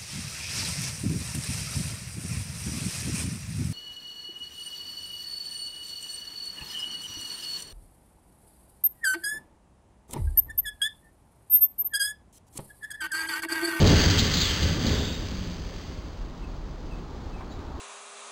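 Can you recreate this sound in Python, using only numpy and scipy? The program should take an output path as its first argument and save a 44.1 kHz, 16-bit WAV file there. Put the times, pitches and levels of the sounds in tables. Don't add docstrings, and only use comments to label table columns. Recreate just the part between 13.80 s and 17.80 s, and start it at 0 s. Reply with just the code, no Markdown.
import sys
import numpy as np
from scipy import signal
from scipy.fft import rfft, irfft
from scipy.io import wavfile
from scipy.ndimage import uniform_filter1d

SR = 44100
rng = np.random.default_rng(int(sys.argv[2]) if len(sys.argv) > 2 else 0)


def pcm_store(signal):
    levels = np.round(np.clip(np.atleast_2d(signal), -1, 1) * 32767)
    wavfile.write(sys.argv[1], SR, levels.astype(np.int16).T)


N = 176400
T = np.arange(N) / SR
FREQS_HZ = np.maximum(np.arange(N // 2 + 1) * SR / N, 1)


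def undb(db):
    return 10 ** (np.asarray(db) / 20)


def unit(x):
    return x / np.sqrt(np.mean(x ** 2))


def noise():
    return rng.standard_normal(N)


def walk(rate_hz):
    span = max(int(SR / rate_hz), 1)
    return unit(uniform_filter1d(uniform_filter1d(noise(), span), span))


def curve(rows):
    return undb(np.interp(T, *np.array(rows).T))


def colour(x, points):
    hz, db = np.array(points).T
    gain = undb(np.interp(np.log(FREQS_HZ), np.log(hz), db))
    return unit(irfft(rfft(x) * gain, N))


def ring(x, modes, order=1):
    response = 0
    for k, (hz, width_hz, db) in enumerate(modes):
        detuning = (FREQS_HZ ** 2 - hz ** 2) / (FREQS_HZ * width_hz)
        response += (-1) ** k * undb(db) / (1 + 1j * detuning) ** order
    return unit(irfft(rfft(x) * response, N))


def burst(start_s, length_s, attack_s, release_s):
    rise = np.clip((T - start_s) / attack_s, 0, 1)
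    return rise * np.exp(-np.maximum(T - start_s - length_s, 0) / release_s)


def slips(per_s, spread_db):
    clicks = (rng.random(N) < per_s / SR) * np.sign(noise())
    return clicks * undb(spread_db * np.minimum(rng.exponential(size=N), 4))


def glides(rows, tremble, attack_s, release_s):
    tones = 0
    for start_s, length_s, from_hz, to_hz, db in rows:
        hz = np.interp(T, [start_s, start_s + length_s], [from_hz, to_hz]) * (1 + tremble * walk(500))
        tone = np.sqrt(2) * np.sin(2 * np.pi * np.cumsum(hz) / SR)
        tones += undb(db) * burst(start_s, length_s, attack_s, release_s) * tone
    return tones


def echo(x, t60_s, wet_db):
    tail = noise() * undb(-60 * T / t60_s) * (T > .012)
    wet = signal.fftconvolve(x, tail / np.sqrt(np.sum(tail ** 2)))[:N]
    return x + undb(wet_db) * wet


def cargo_box():
    # frequency in Hz, relative level in dB.
    wall_spectrum = [(12, -32), (20, -6.5), (86, 4.5), (125, -5.5), (160, 0), (198, -8.5), (232, -6),
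                     (546, -19.5), (882, -21.5), (1400, -32), (1820, -50), (3080, -120)]
    # frequency in Hz, width in Hz, relative level in dB.
    wall_modes = [(62, 19, -2), (98.3, 14.8, 3.5), (164.6, 29.4, -2), (233, 19.8, -2.5), (284.4, 48, -8.5),
                  (419.6, 36, -8.5), (534, 60, -14)]
    # time in seconds, gain in dB.
    shake = [(0, -17.5), (.04, -11), (.12, -12), (.2, -17), (.36, -23), (.52, -27), (.76, -32),
             (.86, -25.5), (.95, -28.5), (1.1, -22.5), (1.25, -27), (1.39, -34), (1.57, -37), (1.8, -42),
             (2.3, -52), (4, -82)]
    # start in seconds, pitch in Hz, level in dB.
    jolts = [(0.264, 92, -18.5), (.825, 77.5, -21.5)]
    # start and length in seconds, start and end pitch in Hz, level in dB.
    drones = [(1.5, 0.23, 200, 174, -40.5)]
    walls = colour(slips(per_s=900, spread_db=1.66), wall_spectrum + [(2500, -50.5), (5000, -73)])
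    ringing = ring(slips(per_s=500, spread_db=3.3), wall_modes)
    boom = (undb(-2) * walls + undb(-3) * ringing) * curve(shake)
    for start_s, hz, db in jolts:
        envelope = burst(start_s, length_s=.033, attack_s=.0029, release_s=.022)
        boom += undb(db) * envelope * np.sin(2 * np.pi * hz * (T - start_s))
    return boom + glides(drones, tremble=.062, attack_s=.03, release_s=.034)


def roof_scrape():
    # frequency in Hz, relative level in dB.
    sheet_spectrum = [(300, -24), (700, -9.5), (1200, 0.5), (1900, -2), (2450, -1), (3000, 1.5), (4000, -2),
                      (5000, 3.5), (5500, 1)]
    # frequency in Hz, width in Hz, relative level in dB.
    sheet_modes = [(1517, 82, 0), (1773, 117, 0.5), (2058, 105, -1.5), (2815, 130, -4.5), (3210, 220, -0.5),
                   (4654, 240, 4.5)]
    # time in seconds, gain in dB.
    rub = [(0, -24), (.12, -22), (.2, -21), (.33, -26), (.52, -29.5), (.68, -28.5), (.78, -32.5),
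           (.85, -30), (.96, -37.5), (1.1, -31), (1.25, -38.5), (1.4, -44), (1.53, -45), (1.6, -44.5),
           (1.85, -50.5), (2.02, -48), (2.3, -59.5), (4, -78)]
    judder = slips(per_s=2500, spread_db=4) * undb(-.7 * walk(60))
    rasp = colour(judder, sheet_spectrum)
    ringing = ring(slips(per_s=2500, spread_db=4), sheet_modes)
    return (undb(5) * rasp + undb(-5) * ringing) * curve(rub)


def roof_snags():
    # start and length in seconds, centre in Hz, level in dB.
    snags = [(0.057, 0.023, 4350, -24), (0.299, 0.014, 4800, -26), (0.378, 0.026, 3950, -22.5),
             (0.536, .014, 4480, -23), (0.567, 0.017, 3950, -27), (0.6, 0.018, 4240, -25),
             (0.82, 0.0096, 3970, -33), (1.065, 0.0069, 4450, -26.5), (1.087, 0.0072, 4080, -33)]
    width_hz = 2000
    screeches = 0
    for start_s, length_s, hz, db in snags:
        band = ring(noise(), [(hz, width_hz, 0)], order=2)
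        screeches += undb(db) * burst(start_s, length_s, attack_s=.0035, release_s=.011) * band
    return screeches * undb(2 * walk(200))


def roof_squeals():
    # start and length in seconds, start and end pitch in Hz, level in dB.
    squeals = [(.618, 0.039, 3790, 3378, -32), (.655, 0.037, 3480, 3430, -39),
               (.692, .03, 3120, 3130, -33.5), (1.03, 0.27, 3430, 3450, -46),
               (1.13, 0.236, 3680, 3728, -46), (1.198, .014, 3770, 3760, -43.5)]
    return glides(squeals, tremble=.0129, attack_s=.0056, release_s=.01) * undb(3.6 * walk(110))


def engine():
    # frequency in Hz, relative level in dB.
    exhaust = [(30, -12), (80, -4.5), (170, 1), (300, -8.5), (700, -25.5), (2000, -31.5)]
    firing_hz, start_db, fade_db_per_s = 83.93, -39.5, 4
    firings = np.cumsum(firing_hz * (1 + .025 * walk(20))) / SR
    pulses = np.diff(np.floor(firings), prepend=0) * undb(4.2 * walk(170))
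    return colour(pulses - pulses.mean(), exhaust) * undb(start_db - fade_db_per_s * T)


def street():
    # frequency in Hz, relative level in dB.
    traffic_spectrum = [(12, -30), (20, 0), (59, 0), (96, -7.5), (365, -15), (495, -19), (611, -21.5),
                        (720, -27), (889, -24.5), (1000, -25.5), (1070, -24.5), (1490, -31), (2670, -38.5),
                        (4800, -35.5), (5400, -35), (7020, -72), (11900, -120)]
    # frequency in Hz, relative level in dB.
    tyre_spectrum = [(150, -7), (280, 5), (450, -8), (780, 2), (1250, -5.5), (1900, -21.5), (4000, -30.5)]
    # start and length in seconds, start and end pitch in Hz, level in dB.
    rumbles = [(2.38, 0.047, 43.2, 41, -31), (2.5, .75, 38.08, 37.6, -39)]
    car_end_db, car_rise_db_per_s = -45.5, 6
    traffic = colour(noise(), traffic_spectrum) * undb(-37.5 + .5 * walk(9))
    car = colour(noise(), tyre_spectrum) * undb(car_end_db - car_rise_db_per_s * (T[-1] - T))
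    knock = undb(-43.5) * ring(noise(), [(950, 950, 0)], order=2)
    knock *= burst(start_s=3.603, length_s=.01, attack_s=.0058, release_s=.017)
    rumble = glides(rumbles, tremble=.25, attack_s=.022, release_s=.028)
    return traffic + car + rumble + knock


def birds():
    # start and length in seconds, start and end pitch in Hz, level in dB.
    chirps = [(2.626, 0.024, 2760, 2570, -55.5), (3.104, .036, 2730, 2550, -54.5),
              (3.526, 0.029, 2700, 2540, -56), (3.574, .016, 2380, 2320, -57),
              (3.688, .03, 4200, 4520, -60), (3.708, 0.021, 3960, 3880, -53.5)]
    whistles = glides(chirps, tremble=.009, attack_s=.012, release_s=.005)
    return echo(whistles, t60_s=.45, wet_db=-6)


def scene():
    box = cargo_box()
    roof = echo(roof_scrape() + roof_snags() + roof_squeals(), t60_s=1, wet_db=-6)
    return (box + roof + engine() + street() + birds())[None]


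def record(dry):
    ceiling, treble_lift = .24, .14
    band_hz, top_hz, decimation = 5430, 15800, 4
    clipped = dry[0] / (1 + (dry[0] / ceiling) ** 6) ** (1 / 6)
    narrow = signal.sosfiltfilt(signal.butter(10, band_hz, fs=SR, output="sos"), clipped)[::decimation]
    bright = np.convolve(narrow, [-treble_lift, 1 + 2 * treble_lift, -treble_lift], "same")
    joined = np.interp(T, T[::decimation], bright)
    return signal.sosfilt(signal.ellip(10, .2, 80, top_hz, fs=SR, output="sos"), joined)[None]


dry = scene()
out = record(dry)
pcm_store(out)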